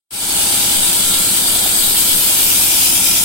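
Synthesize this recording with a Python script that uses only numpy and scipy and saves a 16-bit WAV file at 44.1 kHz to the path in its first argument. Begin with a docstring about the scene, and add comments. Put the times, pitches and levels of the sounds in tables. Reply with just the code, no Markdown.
"""A big track saw cuts a wet concrete floor on a building site, a few metres away.
The blade throbs in low swells once a turn and drums as rough noise, part of which comes back every turn.
Grit and water hiss: dense tiny impacts, coloured by filters. Blade and guard ring; the drive and power unit hum.
The sound fades in, puffs of air touch the left microphone port, and late on the microphone turns away to the right."""
import sys
import numpy as np
from scipy import signal
from scipy.fft import rfft, irfft, next_fast_len
from scipy.io import wavfile
from scipy.ndimage import map_coordinates

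SR = 44100
rng = np.random.default_rng(int(sys.argv[2]) if len(sys.argv) > 2 else 0)


def wav_out(sig):
    """Save sig, one row per channel (or a flat mono array), as 16-bit PCM at SR to the path in sys.argv[1]."""
    wavfile.write(sys.argv[1], SR, np.round(np.clip(np.atleast_2d(sig).T, -1, 1) * 32767).astype(np.int16))


N = 142884  # length in samples, 3.24 s
TURN_HZ = 9.48  # blade turns a second


def amp(db):
    """Turn decibels into a gain."""
    return 10 ** (np.asarray(db) / 20)


def unit(x):
    """Scale a sound to an rms of 1."""
    return x / np.sqrt(np.mean(x ** 2) + 1e-20)


def along(points, hz):
    """Read a (frequency, value) table on a log frequency axis."""
    f, v = np.transpose(points)
    return np.interp(np.log(hz + 1), np.log(f + 1), v)


def curve(points):
    """Read a (time, value) table at every sample."""
    return np.interp(np.arange(N) / SR, *np.transpose(points))


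def wobble(rate):
    """A smooth random curve with `rate` random points a second."""
    points = rng.standard_normal(int(N * rate / SR) + 4)
    return map_coordinates(points, [np.arange(N) * rate / SR])


def filtered(x, response):
    """Filter x with a response given as a function of frequency."""
    m = next_fast_len(N + SR // 2)  # spare room for the tail
    hz = np.fft.rfftfreq(m, 1 / SR)
    return irfft(rfft(x, m) * response(hz), m)[..., :N]


def pan(db):
    """Left and right gains; a positive level difference makes the left louder."""
    return amp(np.array([[.5], [-.5]]) * db)


# How alike left and right are: (frequency [Hz], coherence [0-1])
LIKENESS = [(60, 0.6), (200, 0.99), (380, 0.82), (700, 0.81), (1290, 0.09), (2400, 0.033), (8000, 0.13)]


def voiced(pair, spectrum, balance):
    """Two unrelated noises become a coloured stereo sound whose middle has rms 1."""
    def colour_and_width(hz):
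        angle = np.arccos(np.clip(along(LIKENESS, hz), -1, 1)) / 2
        return amp(along(spectrum, hz)) * [np.cos(angle), np.sin(angle)]

    mid, side = filtered(pair, colour_and_width)
    stereo = np.array([mid + side, mid - side])
    both = filtered(stereo, lambda hz: pan(along(balance, hz)))
    return both / np.std(both.mean(axis=0))


def since(first_s):
    """Time [s] from the nearest of the moments that come once a turn."""
    turns = (np.arange(N) / SR - first_s) * TURN_HZ
    return ((turns + .5) % 1 - .5) / TURN_HZ


# How far the microphone has turned away: (time [s], share [0-1])
TURNED = [(.4, 0.22), (1.55, 0.15), (2, 0.15), (2.4, 0.44), (3.2, 0.91)]


def turned_away():
    """The turn of the microphone: 0 faces the blade, 1 is fully turned away."""
    return np.clip(curve(TURNED), 0, 1)


# Colour of the blade and guard drumming: (frequency [Hz], relative level per Hz [dB])
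DRUM_COLOUR = [(15, -26), (30, -2), (90, -10.5), (115, -2), (160, -7), (205, -1), (250, 1), (300, -1),
               (360, -3), (470, -5.5), (580, -4), (720, -8.5), (920, -2.5), (1100, -9.5), (1350, -2),
               (1650, -4.5), (1950, -10), (2400, -5.5), (3100, -52), (5000, -100)]
# How much of the drumming repeats every turn: (frequency [Hz], share of power [0-1])
REPEATS = [(30, 0.13), (180, 0.2), (260, 0.55), (600, 0.43), (1000, 0.08), (2000, 0.1)]
# Change of colour once the microphone has turned away: (frequency [Hz], gain [dB])
DRUM_ASIDE = [(100, 4), (220, 0.5), (420, -1.5), (870, 3.5), (1450, -3.5), (2200, 3)]
# Drumming as the load on the saw changes: (time [s], level [dB])
LOAD = [(.15, 0.5), (.5, -0.5), (1, -0.6), (1.6, 0.06), (2.1, -1.1), (2.6, -0.5), (3.2, -1.9)]
DRUM_DB = -31  # rms facing the blade, before the load
DRUM_PAN_DB = -1.5  # left over right


def drumming():
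    """The blade drums on guard and slab: rough noise, part of which comes back every turn."""
    samples_per_turn = int(SR / TURN_HZ)
    pattern = rng.standard_normal((2, SR // 2))[:, np.arange(N) % samples_per_turn]
    fresh = rng.standard_normal((2, N))
    share = lambda hz: np.clip(along(REPEATS, hz), 0, 1)
    repeating = filtered(pattern, lambda hz: np.sqrt(share(hz)))
    changing = filtered(fresh, lambda hz: np.sqrt(1 - share(hz)))
    facing = amp(DRUM_DB) * voiced(repeating + changing, DRUM_COLOUR, [(100, DRUM_PAN_DB)])
    aside = filtered(facing, lambda hz: amp(along(DRUM_ASIDE, hz)))
    return amp(curve(LOAD)) * (facing + turned_away() * (aside - facing))


# High spots of the blade that bite once a turn: (first bite [s], pitch [Hz], half length [s],
# glide [Hz per s], peak before strength and wobble [dB], share of THROB_STRENGTH followed [0-1])
THROBS = [(.054, 185, .018, 600, -30, 1), (.015, 270, .012, 0, -37, 0), (.084, 268, .014, -2500, -36.5, 0)]
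# Strength of the low throb: (time [s], level [dB])
THROB_STRENGTH = [(.3, -2.5), (.75, 2.5), (1.3, 0), (2.2, -2.5), (2.55, -7), (3, 0.5)]


def throb():
    """High spots load the slab once a turn: one strong low swell and two lighter ones, two gliding in pitch."""
    out, strength_db = np.zeros(N), curve(THROB_STRENGTH)
    for first_s, hz, half_s, glide, db, follows in THROBS:
        u = since(first_s)
        envelope = np.exp(-(u / half_s) ** 2)
        swell = envelope * np.sin(2 * np.pi * (hz * u + glide * u ** 2 / 2))
        out = out + amp(db + follows * strength_db + wobble(TURN_HZ)) * swell
    return pan(DRUM_PAN_DB) * out


# Resonance of the guard: (frequency [Hz], relative level per Hz [dB])
GUARD_COLOUR = [(400, -45), (600, -7), (700, -0.5), (790, 0.5), (900, -12), (1200, -45)]
# Ringing of the guard, before the scrape shapes it: (time [s], level [dB])
GUARD_LEVEL = [(.3, -39.5), (.7, -38.5), (1.05, -43.5), (1.45, -43), (1.65, -29.5), (1.85, -41.5),
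               (2.1, -50), (2.3, -40), (2.55, -44.5), (3.2, -42)]
SCRAPE_AT_S, SCRAPE_S, SCRAPE_REST_DB = 0.085, 0.0079, -6  # first scrape, half length, level between


def guard():
    """The guard rings with a hollow note, strongest as the blade scrapes past on each turn."""
    scrape = amp(SCRAPE_REST_DB) + np.exp(-(since(SCRAPE_AT_S) / SCRAPE_S) ** 2)
    ring = voiced(rng.standard_normal((2, N)), GUARD_COLOUR, [(100, DRUM_PAN_DB)])
    return amp(curve(GUARD_LEVEL)) * scrape * ring


def impacts(per_s, spread_db):
    """Two unrelated streams of dense tiny impacts of scattered size."""
    hit = rng.random((2, N)) < per_s / SR
    extra_db = spread_db * rng.exponential(size=(2, N)).clip(0, 6)
    return unit(hit * rng.standard_normal((2, N)) * amp(extra_db))


def scattered(x, smear_s=0.00204):
    """Bounces inside the guard smear each impact in time and leave its colour alone."""
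    knots = rng.standard_normal((2, 80))

    def delays(hz):
        return smear_s * np.array([np.interp(hz, np.linspace(0, SR / 2, len(k)), k) for k in knots])

    # adding up the delays over frequency gives the phase
    return filtered(x, lambda hz: np.exp(-2j * np.pi * np.cumsum(delays(hz), axis=1) * hz[1]))


PATCH_HZ, PATCH_S = 75, .06  # width and length of a patch in the hiss


def shifting(x, depth_db):
    """The colour of the hiss shifts in patches while its overall level holds."""
    hz, t, z = signal.stft(x, SR, nperseg=1024)
    places = np.meshgrid(hz / PATCH_HZ, t / PATCH_S, indexing="ij")
    field = map_coordinates(rng.standard_normal((400, 200)), places, mode="mirror")
    patched = signal.istft(z * amp(depth_db * field), SR, nperseg=1024)[1][:, :N]
    return np.std(x) * unit(patched)


def swelling(swing_db):
    """A gain that rises and falls by swing_db once a turn."""
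    return amp(swing_db * np.cos(2 * np.pi * TURN_HZ * np.arange(N) / SR))


# Treble balance, facing the blade and turned away: (frequency [Hz], left over right [dB])
TREBLE_FACING = [(2000, 4), (2400, 1), (2700, -4), (3200, -2), (4000, -2), (4700, -4), (5600, 1.5),
                 (7700, -1), (8800, 5.5), (11500, 5), (14000, -1.5)]
TREBLE_ASIDE = [(2000, 6), (2400, 6), (2700, -4), (3200, 1.5), (4000, 0), (4700, -1), (5600, 1.5),
                (7700, -1.5), (8800, 4), (11500, 3), (14000, 5)]


def facing_and_aside(streams, colours, levels_db):
    """Blend the sound facing the blade into the sound turned away, by power."""
    turned = turned_away()
    facing = amp(levels_db[0]) * voiced(streams(), colours[0], TREBLE_FACING)
    aside = amp(levels_db[1]) * voiced(streams(), colours[1], TREBLE_ASIDE)
    return np.sqrt(1 - turned) * facing + np.sqrt(turned) * aside


# Colour of the grinding, facing and turned away: (frequency [Hz], relative level per Hz [dB])
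GRIND_FACING = [(1200, -14), (1950, -13), (2350, -2.5), (2480, -26), (2600, -5), (2950, 1.5), (3300, 4.5),
                (3700, 3.5), (4200, 3), (4850, 3.5), (5600, -14), (6600, -0.5), (7600, -1), (10000, -53)]
GRIND_ASIDE = [(1200, -39), (1950, -12), (2350, -1.5), (2480, 1.5), (2600, -2), (2950, 1.5), (3300, 1),
               (3700, 3), (4200, -8), (4850, 3), (5600, 2.5), (6600, 1.5), (7600, 4), (10000, -21)]
GRIND_LEVELS_DB = -22.5, -18.5  # facing, turned away
GRIT_PER_S, GRIT_SPREAD_DB = 9000, 2.5
GRIND_PATCH_DB, GRIND_SWING_DB = 3.3, .35  # depth of the patches, swell with each turn


def grinding():
    """The blade segments grind in the slot: many tiny grit impacts, swelling slightly once a turn."""
    grit = lambda: impacts(GRIT_PER_S, GRIT_SPREAD_DB)
    grind = facing_and_aside(grit, (GRIND_FACING, GRIND_ASIDE), GRIND_LEVELS_DB)
    return shifting(scattered(grind), GRIND_PATCH_DB) * swelling(GRIND_SWING_DB)


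# Colour of the water spray, facing and turned away: (frequency [Hz], relative level per Hz [dB])
SPRAY_FACING = [(4500, -23.5), (6800, -30), (7700, 4.5), (8500, 4.5), (9400, 0.5), (10700, -1.5),
                (11400, -11.5), (12700, -2.5), (14200, -19), (15000, -30), (15700, -4)]
SPRAY_ASIDE = [(4500, -56), (6800, -32), (7800, -12), (8500, 5.5), (9400, 3.5), (10700, 5), (11800, 1.5),
               (12700, 5.5), (14200, 4), (15000, 1), (15700, -1)]
# Gain of the top treble of the spray: (time [s], level [dB])
FIZZ = [(.4, -2), (.8, -0.7), (1.6, 1.5), (1.9, 3.5), (2.6, 0.8), (3.1, -3)]
FIZZ_ABOVE_HZ = 10900
SPRAY_LEVELS_DB = -17, -13.5  # facing, turned away, before the fizz
DROPS_PER_S, DROP_SPREAD_DB = 14000, 0
SPRAY_PATCH_DB, SPRAY_SWING_DB = 2.7, .25  # depth of the patches, swell with each turn


def spraying():
    """Water flung off the rim hisses: many tiny drop impacts, swelling slightly once a turn."""
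    drops = lambda: impacts(DROPS_PER_S, DROP_SPREAD_DB)
    spray = facing_and_aside(drops, (SPRAY_FACING, SPRAY_ASIDE), SPRAY_LEVELS_DB)
    top = filtered(spray, lambda hz: hz > FIZZ_ABOVE_HZ)
    spray = spray + (amp(curve(FIZZ)) - 1) * top
    return shifting(scattered(spray), SPRAY_PATCH_DB) * swelling(SPRAY_SWING_DB)


def cutting(surge_db=0.5, ripple_db=-0.03):
    """Grit and water leave the rim and surge slightly together."""
    surge = amp(surge_db * wobble(21.09) + ripple_db * wobble(450))
    return surge * (grinding() + spraying())


# Ringing modes of the steel blade: (frequency [Hz], rms level [dB])
BLADE_MODES = [(7634, -38), (7908, -35.5), (8100, -40), (8290, -41), (8400, -39), (8630, -39),
               (8781, -36.5), (10037, -41), (10419, -39.5), (10703, -39.5), (12720, -42), (14347, -40.5)]
BLADE_WIDTH_HZ = 20  # sets how fast each mode varies


def ringing():
    """Grit keeps the high modes of the blade ringing at random strength."""
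    t = np.arange(N) / SR

    def mode(hz):
        """One mode: a cosine and a sine, each with its own random strength."""
        knots = rng.standard_normal((2, 800))
        a, b = (np.interp(t * 2 * BLADE_WIDTH_HZ, np.arange(len(k)), k) for k in knots)
        return unit(a * np.cos(2 * np.pi * hz * t) + b * np.sin(2 * np.pi * hz * t))

    return np.array([sum(amp(db) * mode(hz) for hz, db in BLADE_MODES) for port in range(2)])


TONE_FLUTTER_DB = 0.4


def tone(hz, drift_hz):
    """A slightly unsteady tone of rms 1."""
    phase = 2 * np.pi * np.cumsum(hz + drift_hz * wobble(14)) / SR
    wave = np.sin(phase + 2 * np.pi * rng.random())
    return unit(wave * amp(TONE_FLUTTER_DB * wobble(5.85)))


# Tones of the drive and power unit: (frequency [Hz], rms level [dB], unsteadiness [Hz])
HUM_TONES = [(37.7, -45.3, .1), (56, -51, .1), (75.4, -46.5, .1), (97, -52, .1), (104, -52.5, .1),
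             (120, -47.5, .1), (126.7, -52, .1), (151, -53, .1), (264.1, -46.5, .1), (336.4, -42.2, .1),
             (672.8, -53, .5), (969, -47.5, .4), (1631, -53, 2), (2450, -52, 3)]
# A gear of the drive whines: (time [s], level [dB])
WHINE = [(.2, -43), (.75, -53), (1.1, -39), (1.5, -48), (2.7, -51), (3.05, -39.5), (3.2, -42.5)]
# The blade sings on one note: (time [s], level [dB])
SING = [(.1, -41), (.42, -38.5), (.75, -40), (1.05, -45), (1.3, -55), (2, -54), (2.3, -53), (3.2, -54)]
WHINE_HZ, SING_HZ = 1367, 818.2
TONE_PAN_DB = -1  # left over right


def machines():
    """Hum and gear whine of the drive and power unit, and the singing of the blade, all as tones."""
    hum = sum(amp(db) * tone(hz, drift) for hz, db, drift in HUM_TONES)
    whine = amp(curve(WHINE)) * tone(WHINE_HZ, drift_hz=1.53)
    singing = amp(curve(SING)) * tone(SING_HZ, drift_hz=0.4)
    return pan(TONE_PAN_DB) * (hum + whine + singing)


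# Puffs of air on the left port: (start time [s], peak level [dB])
PUFFS = [(.755, -24), (1.045, -25), (1.155, -29), (1.49, -26), (1.79, -26), (1.85, -26), (2.115, -23),
         (2.425, -29)]
PUFF_RISE_S, DRAUGHT_DB = 0.023, -42  # time to the peak of a puff, rms of the steady air


def draught():
    """Moving air presses on the left port: a low rumble of noise and soft puffs."""
    t = np.arange(N) / SR
    air_colour = [(6, 13), (25, -22), (100, -45), (1000, -100)]  # (frequency [Hz], level [dB])
    rumble = filtered(rng.standard_normal(N), lambda hz: amp(along(air_colour, hz)))
    air = amp(DRAUGHT_DB) * unit(rumble)
    for start_s, db in PUFFS:
        u = np.maximum(t - start_s, 0) / PUFF_RISE_S
        air = air - amp(db) * u * np.exp(1 - u)  # quick push, slow release
    return np.array([air, np.zeros(N)])


def scene():
    """The saw, its machines and the air at the microphone."""
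    saw = drumming() + throb() + guard() + cutting() + ringing()
    return saw + machines() + draught()


# Fade-in: (time [s], level [dB])
FADE = [(0, -77), (.102, -75), (.108, -21.5), (.14, -10), (.19, -8.5), (.23, -4.5), (.28, -3), (.36, -0.1),
        (.6, 0)]
KNEE, TOP_HZ = 4.9, 15830  # hardness of the overload, band limit


def record(dry):
    """The recorder fades in, rounds off the highest peaks and keeps nothing above its band limit."""
    x = dry * amp(curve(FADE))
    x = x / (1 + np.abs(x) ** KNEE) ** (1 / KNEE)
    low_pass = lambda hz: np.clip((TOP_HZ - hz) / 60 + .5, 0, 1)  # 60 Hz wide slope
    return filtered(x, low_pass)


dry = scene()
out = record(dry)
wav_out(out)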